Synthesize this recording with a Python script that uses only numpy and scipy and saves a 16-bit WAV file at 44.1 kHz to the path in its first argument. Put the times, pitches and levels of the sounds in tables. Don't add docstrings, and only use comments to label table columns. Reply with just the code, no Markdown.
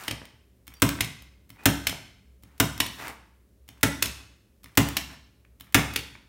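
import sys
import numpy as np
from scipy import signal
from scipy.fft import rfft, irfft, next_fast_len
from scipy.io import wavfile
from scipy.ndimage import uniform_filter1d

SR = 44100
rng = np.random.default_rng(int(sys.argv[2]) if len(sys.argv) > 2 else 0)


def write(x):
    x = np.atleast_2d(x).T
    wavfile.write(sys.argv[1], SR, np.round(np.clip(x, -1, 1) * 32767).astype(np.int16))


N = 276948


def amp(db):
    return 10 ** (np.asarray(db) / 20)


def unit_rms(x):
    return x / np.sqrt(np.mean(x ** 2) + 1e-20)


def curve_at(points, hz):
    f, value = np.transpose(points)
    return np.interp(np.log(hz + 1), np.log(f + 1), value)


def add(mix, s, sound):
    start = round(s * SR)
    sound = sound[max(-start, 0):]
    part = mix[max(start, 0):][:len(sound)]
    part += sound[:len(part)]


def coloured(x, spectrum, tilt=0., size=4096):
    hz = abs(np.fft.fftfreq(size, 1 / SR))
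    gain = amp(curve_at(spectrum, hz) + tilt * np.log2(np.maximum(hz, 500) / 4000))
    response = np.exp(np.conj(signal.hilbert(np.log(gain))))
    taps = np.fft.ifft(response).real[:size // 2]
    return signal.fftconvolve(x, taps)[:len(x)]


def ring(modes, t, detune):
    hz, db, t60 = np.transpose(modes)[:, :, None]
    hz = hz * (1 + detune * rng.standard_normal(hz.shape))
    hz, gain, t60, t = (np.float32(v) for v in (hz, amp(db), t60, t))
    return (gain * np.exp(-6.91 / t60 * t) * np.sin(2 * np.pi * hz * t)).sum(0)


# (frequency [Hz], relative level [dB])
AIR_SPECTRUM = [(12, -69), (20, -33), (43, -12.5), (65, 5.5), (86, -14.5), (116, -4.5), (138, -29.5),
                (193, -8), (210, -16), (446, -20), (485, -32), (527, -21), (759, -34.5), (4810, -42.5),
                (16000, -41)]

def ventilation(rush_db=-59, hum_hz=64.3, hum_db=-65, waver=0.5):
    n = next_fast_len(N, real=True)
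    air_gain = amp(curve_at(AIR_SPECTRUM, np.fft.rfftfreq(n, 1 / SR)))
    rush = irfft(rfft(rng.standard_normal(n)) * air_gain, n)[:N]
    t = np.arange(N) / SR
    swell = 1 + waver * np.interp(t, np.linspace(0, t[-1], 30), rng.standard_normal(30))
    return amp(rush_db) * unit_rms(rush) + amp(hum_db) * swell * np.sin(2 * np.pi * hum_hz * t)


# (frequency [Hz], relative level [dB])
SCRAPE_SPECTRUM = [(60, -6), (280, 2.5), (480, -7), (900, 2.5), (2000, 1.5), (3500, -9), (7000, -14),
                   (13000, -16.5), (16000, -18.5)]

def scrape(seconds, tilt=0, catches_per_s=7000, spread_db=2.1):
    n = int(seconds * SR)
    strengths = rng.standard_normal(n) * amp(spread_db * rng.exponential(1, n))
    catches = strengths * (rng.random(n) < catches_per_s / SR)
    return unit_rms(coloured(catches, SCRAPE_SPECTRUM, tilt)) * signal.windows.tukey(n, .5)


# (start [s], end [s], level [dB], tilt [dB/octave])
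SLIDES = [(-0.06, 0.099, -44.5, 1.5), (1.576, 1.661, -53, -2), (2.871, 3.173, -54, 4.5),
          (2.963, 3.131, -40, -0.5), (4.156, 4.239, -58, -2), (5.08, 5.16, -51.5, -0.5)]

def slides():
    out = np.zeros(N)
    for start, end, db, tilt in SLIDES:
        add(out, start, amp(db) * scrape(end - start, tilt))
    return out


def chatter(t, t60, hold, flattening=.12):
    force = rng.standard_normal(len(t)) * amp(-60 * np.maximum(t - hold, 0) / t60)
    spectrum = rfft(force, 2 * len(t))
    local_power = uniform_filter1d(abs(spectrum) ** 2, 15) + 1e-9
    return irfft(spectrum / local_power ** flattening)[:len(t)]


# (frequency [Hz], relative level [dB], t60 [s])
STAPLER_MODES = [(1170, -12.5, 0.051), (1343, -7.5, 0.041), (1734, -6.5, 0.046), (2140, 6, 0.028),
                 (2510, -4.5, 0.057), (2600, -7.5, 0.024), (3080, 3, .03), (3510, -3, 0.06),
                 (4260, -4.5, 0.037), (5290, -4, 0.085), (5940, -11, 0.056), (8500, -9.5, 0.047),
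                 (8800, -12, 0.073), (9470, -2, 0.044), (11840, -3, .02), (14796, -6.5, .025)]

def blow(spectrum, tilt, t60, ring_db, hold):
    t = np.arange(2560) / SR
    attack = slice(SR // 200)
    burst = coloured(chatter(t, t60, hold), spectrum, tilt, size=1024)
    metal = ring(STAPLER_MODES, t, detune=0.014)
    return burst / burst[attack].std() + amp(ring_db) * metal / metal[attack].std()


# (frequency [Hz], relative level [dB])
TICK_SPECTRUM = [(200, -9), (800, -6.5), (2400, -0.5), (4000, -3.5), (6000, -6), (11000, -6), (14000, -3.5),
                 (16000, -0.5)]
# (time [s], relative level [dB], tilt [dB/octave])
MAGAZINE_TICKS = [(0.037, -27.5, -1), (0.2533, -33, -2), (0.7386, -31, 2), (0.8904, -10, -1),
                  (1.2221, -34, -0.5), (2.7781, -25, -1), (3.0807, -22.5, -2), (4.887, -16, 1),
                  (5.9374, -22.5, -1)]

def ticks(events=MAGAZINE_TICKS, gain_db=-13):
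    out = np.zeros(N)
    for s, db, tilt in events:
        add(out, s, amp(db + gain_db) * blow(TICK_SPECTRUM, tilt, t60=.019, ring_db=-10, hold=.0011))
    return out


# (frequency [Hz], relative level [dB])
CLACK_SPECTRUM = [(100, -20.5), (280, -2.5), (500, -12.5), (900, -13), (1600, -4), (2300, 1.5), (3200, 1),
                  (4700, -4.5), (7000, -6.5), (11000, -8), (14000, -5.5), (16000, -16)]
# (time [s], relative level [dB], tilt [dB/octave], relative thump level [dB],
# rebound time [s], extra drop of the rebound [dB])
CLACKS = [(0.0799, -15, -3, -41, 0.11, 0), (1.0071, -9, 0, -27.5, 1.045, 14),
          (1.8692, -8, 0.5, -35.5, 1.894, 7.5), (2.8024, -5.5, -1, -33, 2.863, 14),
          (4.0241, -6, 1, -35.5, 4.0574, 9.5), (4.968, -9, 0, -41, 5.01, 21),
          (5.96, -10, -1, -38.5, 5.9905, 15)]

def clacks(click_db=-27.5, clack_db=-10, rebound_db=-13):
    out = np.zeros(N)
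    for s, db, tilt, _, rebound_s, drop_db in CLACKS:
        click = blow(TICK_SPECTRUM, tilt, t60=.011, ring_db=-20.5, hold=.0017)
        clack = blow(CLACK_SPECTRUM, tilt, t60=.024, ring_db=-7, hold=.0028)
        rebound = blow(CLACK_SPECTRUM, tilt - .04, t60=.017, ring_db=-9.5, hold=.004)
        add(out, s - .0015, amp(db + click_db) * click)
        add(out, s + .00035, amp(db + clack_db) * clack)
        add(out, rebound_s, amp(db + rebound_db - drop_db) * rebound)
    return out


# (frequency [Hz], relative level [dB], t60 [s])
TABLE_MODES = [(66.47, -18.5, 0.83), (109.8, -3.5, 0.15), (117, -17.5, 0.38), (147.2, -7.5, 0.27),
               (166.7, -9, 0.28), (192.5, -7.5, 0.18), (220.5, -2, 0.13), (276.9, 6, 0.074), (284, -20, .4),
               (321, -10, 0.15), (364, -16.5, .14), (411, -10, 0.15), (547, -17, 0.26), (659, -16, 0.31)]

def thump(push_s, rise_s=.0024):
    t = np.arange(SR) / SR
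    force = (t * np.exp(-t / push_s))[:SR // 50]
    bending = ring(TABLE_MODES, t, detune=.0052) * (1 - np.exp(-t / rise_s))
    sway = signal.fftconvolve(bending, force)[:SR]
    return -sway / sway[:SR // 50].std()


def table_thumps(clack_db=-4, rebound_db=-22.5, placing_db=-53.5, drive_db=2):
    out = np.zeros(N)
    for s, db, _, thump_db, rebound_s, drop_db in CLACKS:
        add(out, s + .0028, amp(thump_db + clack_db) * thump(push_s=.0014))
        add(out, rebound_s, amp(db - drop_db + rebound_db) * thump(push_s=.0014))
    for s, _ in PLACINGS:
        add(out, s + .00057, amp(placing_db) * thump(push_s=.00079))
    for s, _, thump_db in DRIVES:
        add(out, s + .0047, amp(thump_db + drive_db) * thump(push_s=.00028))
    return out


# (frequency [Hz], relative level [dB])
KNOCK_SPECTRUM = [(100, -4), (500, -14.5), (1100, -4.5), (1900, -3), (2300, 1.5), (3100, -14.5),
                  (8000, -31), (16000, -37.5)]
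# (time [s], relative level [dB], tilt [dB/octave])
BOARD_KNOCKS = [(0.217, -31, -6), (0.988, -27.5, -2), (1.926, -24, -9.5), (4.659, -37.5, 5),
                (5.449, -47.5, 1.5), (5.793, -13.5, -4), (6.152, -33.5, -5.5)]

def knocks(events=BOARD_KNOCKS, gain_db=-10):
    out = np.zeros(N)
    for s, db, tilt in events:
        add(out, s, amp(db + gain_db) * blow(KNOCK_SPECTRUM, tilt, t60=.014, ring_db=-25, hold=.0014))
    return out


# (time [s], relative level [dB])
PLACINGS = [(0.679, -28.5), (1.503, -31.5), (2.4352, -37), (3.689, -30), (4.6426, -31), (5.6088, -28)]

def placings(graze_db=-21.5, landing_db=-11.5, tilt=.54):
    out = np.zeros(N)
    for s, db in PLACINGS:
        graze = blow(TICK_SPECTRUM, tilt, t60=.05, ring_db=-17.5, hold=.0013)
        landing = blow(TICK_SPECTRUM, tilt, t60=.007, ring_db=-8, hold=.001)
        add(out, s - .01, amp(db + graze_db) * graze)
        add(out, s, amp(db + landing_db) * landing)
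    return out


def creep(db=-68):
    out = np.zeros(N)
    for (start, _), (end, _, _) in zip(PLACINGS, DRIVES):
        add(out, start, amp(db) * scrape(end - start))
    return out


def rattles(settle_s=.09, below_db=16, scatter_db=7, tilt=-1.5):
    out = np.zeros(N)
    for contacts in (ticks, knocks):
        events = [(s + delay * settle_s, db - below_db - softness * scatter_db, tilt)
                  for s, db in PLACINGS for delay, softness in rng.random((2, 2))]
        out += contacts(events)
    return out


# (start [s], end [s], frequency [Hz], level [dB])
SPRING_SQUEAKS = [(0.733, 0.76, 5720, -56.5), (0.748, 0.798, 4670, -58.5), (1.573, 1.654, 2470, -54)]

def squeaks(wobble=.016):
    out = np.zeros(N)
    for start, end, hz, db in SPRING_SQUEAKS:
        n = int((end - start) * SR)
        drift = unit_rms(uniform_filter1d(rng.standard_normal(n), size=100))
        phase = 2 * np.pi * np.cumsum(hz * (1 + wobble * drift)) / SR
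        add(out, start, amp(db) * np.sin(phase) * signal.windows.tukey(n, .6))
    return out


# (frequency [Hz], relative level [dB])
CRACK_SPECTRUM = [(100, -35), (400, 0), (800, -2), (1400, 4.5), (2200, 2.5), (3300, 1), (4600, -8),
                  (6000, -6), (9500, -8), (11000, -11), (14000, -6.5), (16000, -11.5)]
# (time [s], relative level [dB], relative thump level [dB])
DRIVES = [(0.8201, -1, -20), (1.6564, 0, -20), (2.6, -2, -23), (3.8309, -0.5, -23), (4.7736, 0, -18.5),
          (5.7450, 2, -20)]

def drives(touch_db=-49.5, snap_db=-11.5, bottom_db=-14):
    out = np.zeros(N)
    for s, db, _ in DRIVES:
        touch = blow(TICK_SPECTRUM, tilt=0, t60=.03, ring_db=-17, hold=.002)
        snap = blow(CRACK_SPECTRUM, tilt=2.5, t60=.02, ring_db=-15, hold=.0013)
        bottom = blow(CRACK_SPECTRUM, tilt=-.3, t60=.032, ring_db=-12.5, hold=.0016)
        add(out, s - .021, amp(db + touch_db) * touch)
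        add(out, s, amp(db + snap_db) * snap)
        add(out, s + .004, amp(db + bottom_db) * bottom)
    return out


# (frequency [Hz], t60 [s])
ROOM_DECAY = [(100, 1.26), (400, 0.4), (1000, 0.61), (2500, 0.66), (5000, 0.63), (9000, 0.5), (15000, 0.4)]
# (frequency [Hz], relative level [dB])
ROOM_SPECTRUM = [(80, -8), (250, -2), (600, 0), (2000, -6), (5000, -5.5), (9000, -7), (15000, -11.5)]

def room(x, first_s, early_db, early_s=.032):
    n = SR + SR // 2
    t = np.arange(n) / SR
    echoes = rng.choice([-1., 1.], n) * (rng.random(n) < .1) * (t > first_s)
    echoes *= amp(early_db * np.exp(-t / early_s))
    hz, when, bands = signal.stft(echoes, SR, nperseg=256)
    fade = amp(-60 * when / curve_at(ROOM_DECAY, hz)[:, None])
    fade /= np.sqrt((fade ** 2).mean(1, keepdims=True))
    band_gain = amp(curve_at(ROOM_SPECTRUM, hz))[:, None]
    tail = signal.istft(bands * fade * band_gain, SR, nperseg=256)[1] / np.linalg.norm(echoes)
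    return signal.fftconvolve(np.float32(x), np.float32(tail))[:N]


def reverb(x, turns_hz, first_s, early_db):
    turn = np.float32(np.pi * turns_hz * np.arange(N) / SR)
    shares = np.array([np.cos(turn + np.pi * k / 3) ** 4 for k in range(3)])
    shares /= np.linalg.norm(shares, axis=0)
    return sum(room(x * share, first_s, early_db) for share in shares)


def scene(stapler_wet_db=-2.5, table_wet_db=-5.5):
    handling = slides() + ticks() + knocks() + placings() + creep() + rattles()
    stapler = handling + clacks() + squeaks() + drives()
    table = table_thumps()
    bright_tail = amp(stapler_wet_db) * reverb(stapler, turns_hz=39.98, first_s=.0084, early_db=7.5)
    low_tail = amp(table_wet_db) * reverb(table, turns_hz=7, first_s=.013, early_db=3)
    return (stapler + table + bright_tail + low_tail + ventilation())[None]


def record(dry, low_cut_hz=46, ceiling=.8, high_cut_hz=16050):
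    highpass = signal.butter(3, low_cut_hz, "highpass", fs=SR, output="sos")
    rounded = ceiling * np.tanh(signal.sosfilt(highpass, dry) / ceiling)
    lowpass = signal.firwin(151, high_cut_hz, window=("kaiser", 9), fs=SR)
    return signal.oaconvolve(rounded, lowpass[None], "same")


dry = scene()
out = record(dry)
write(out)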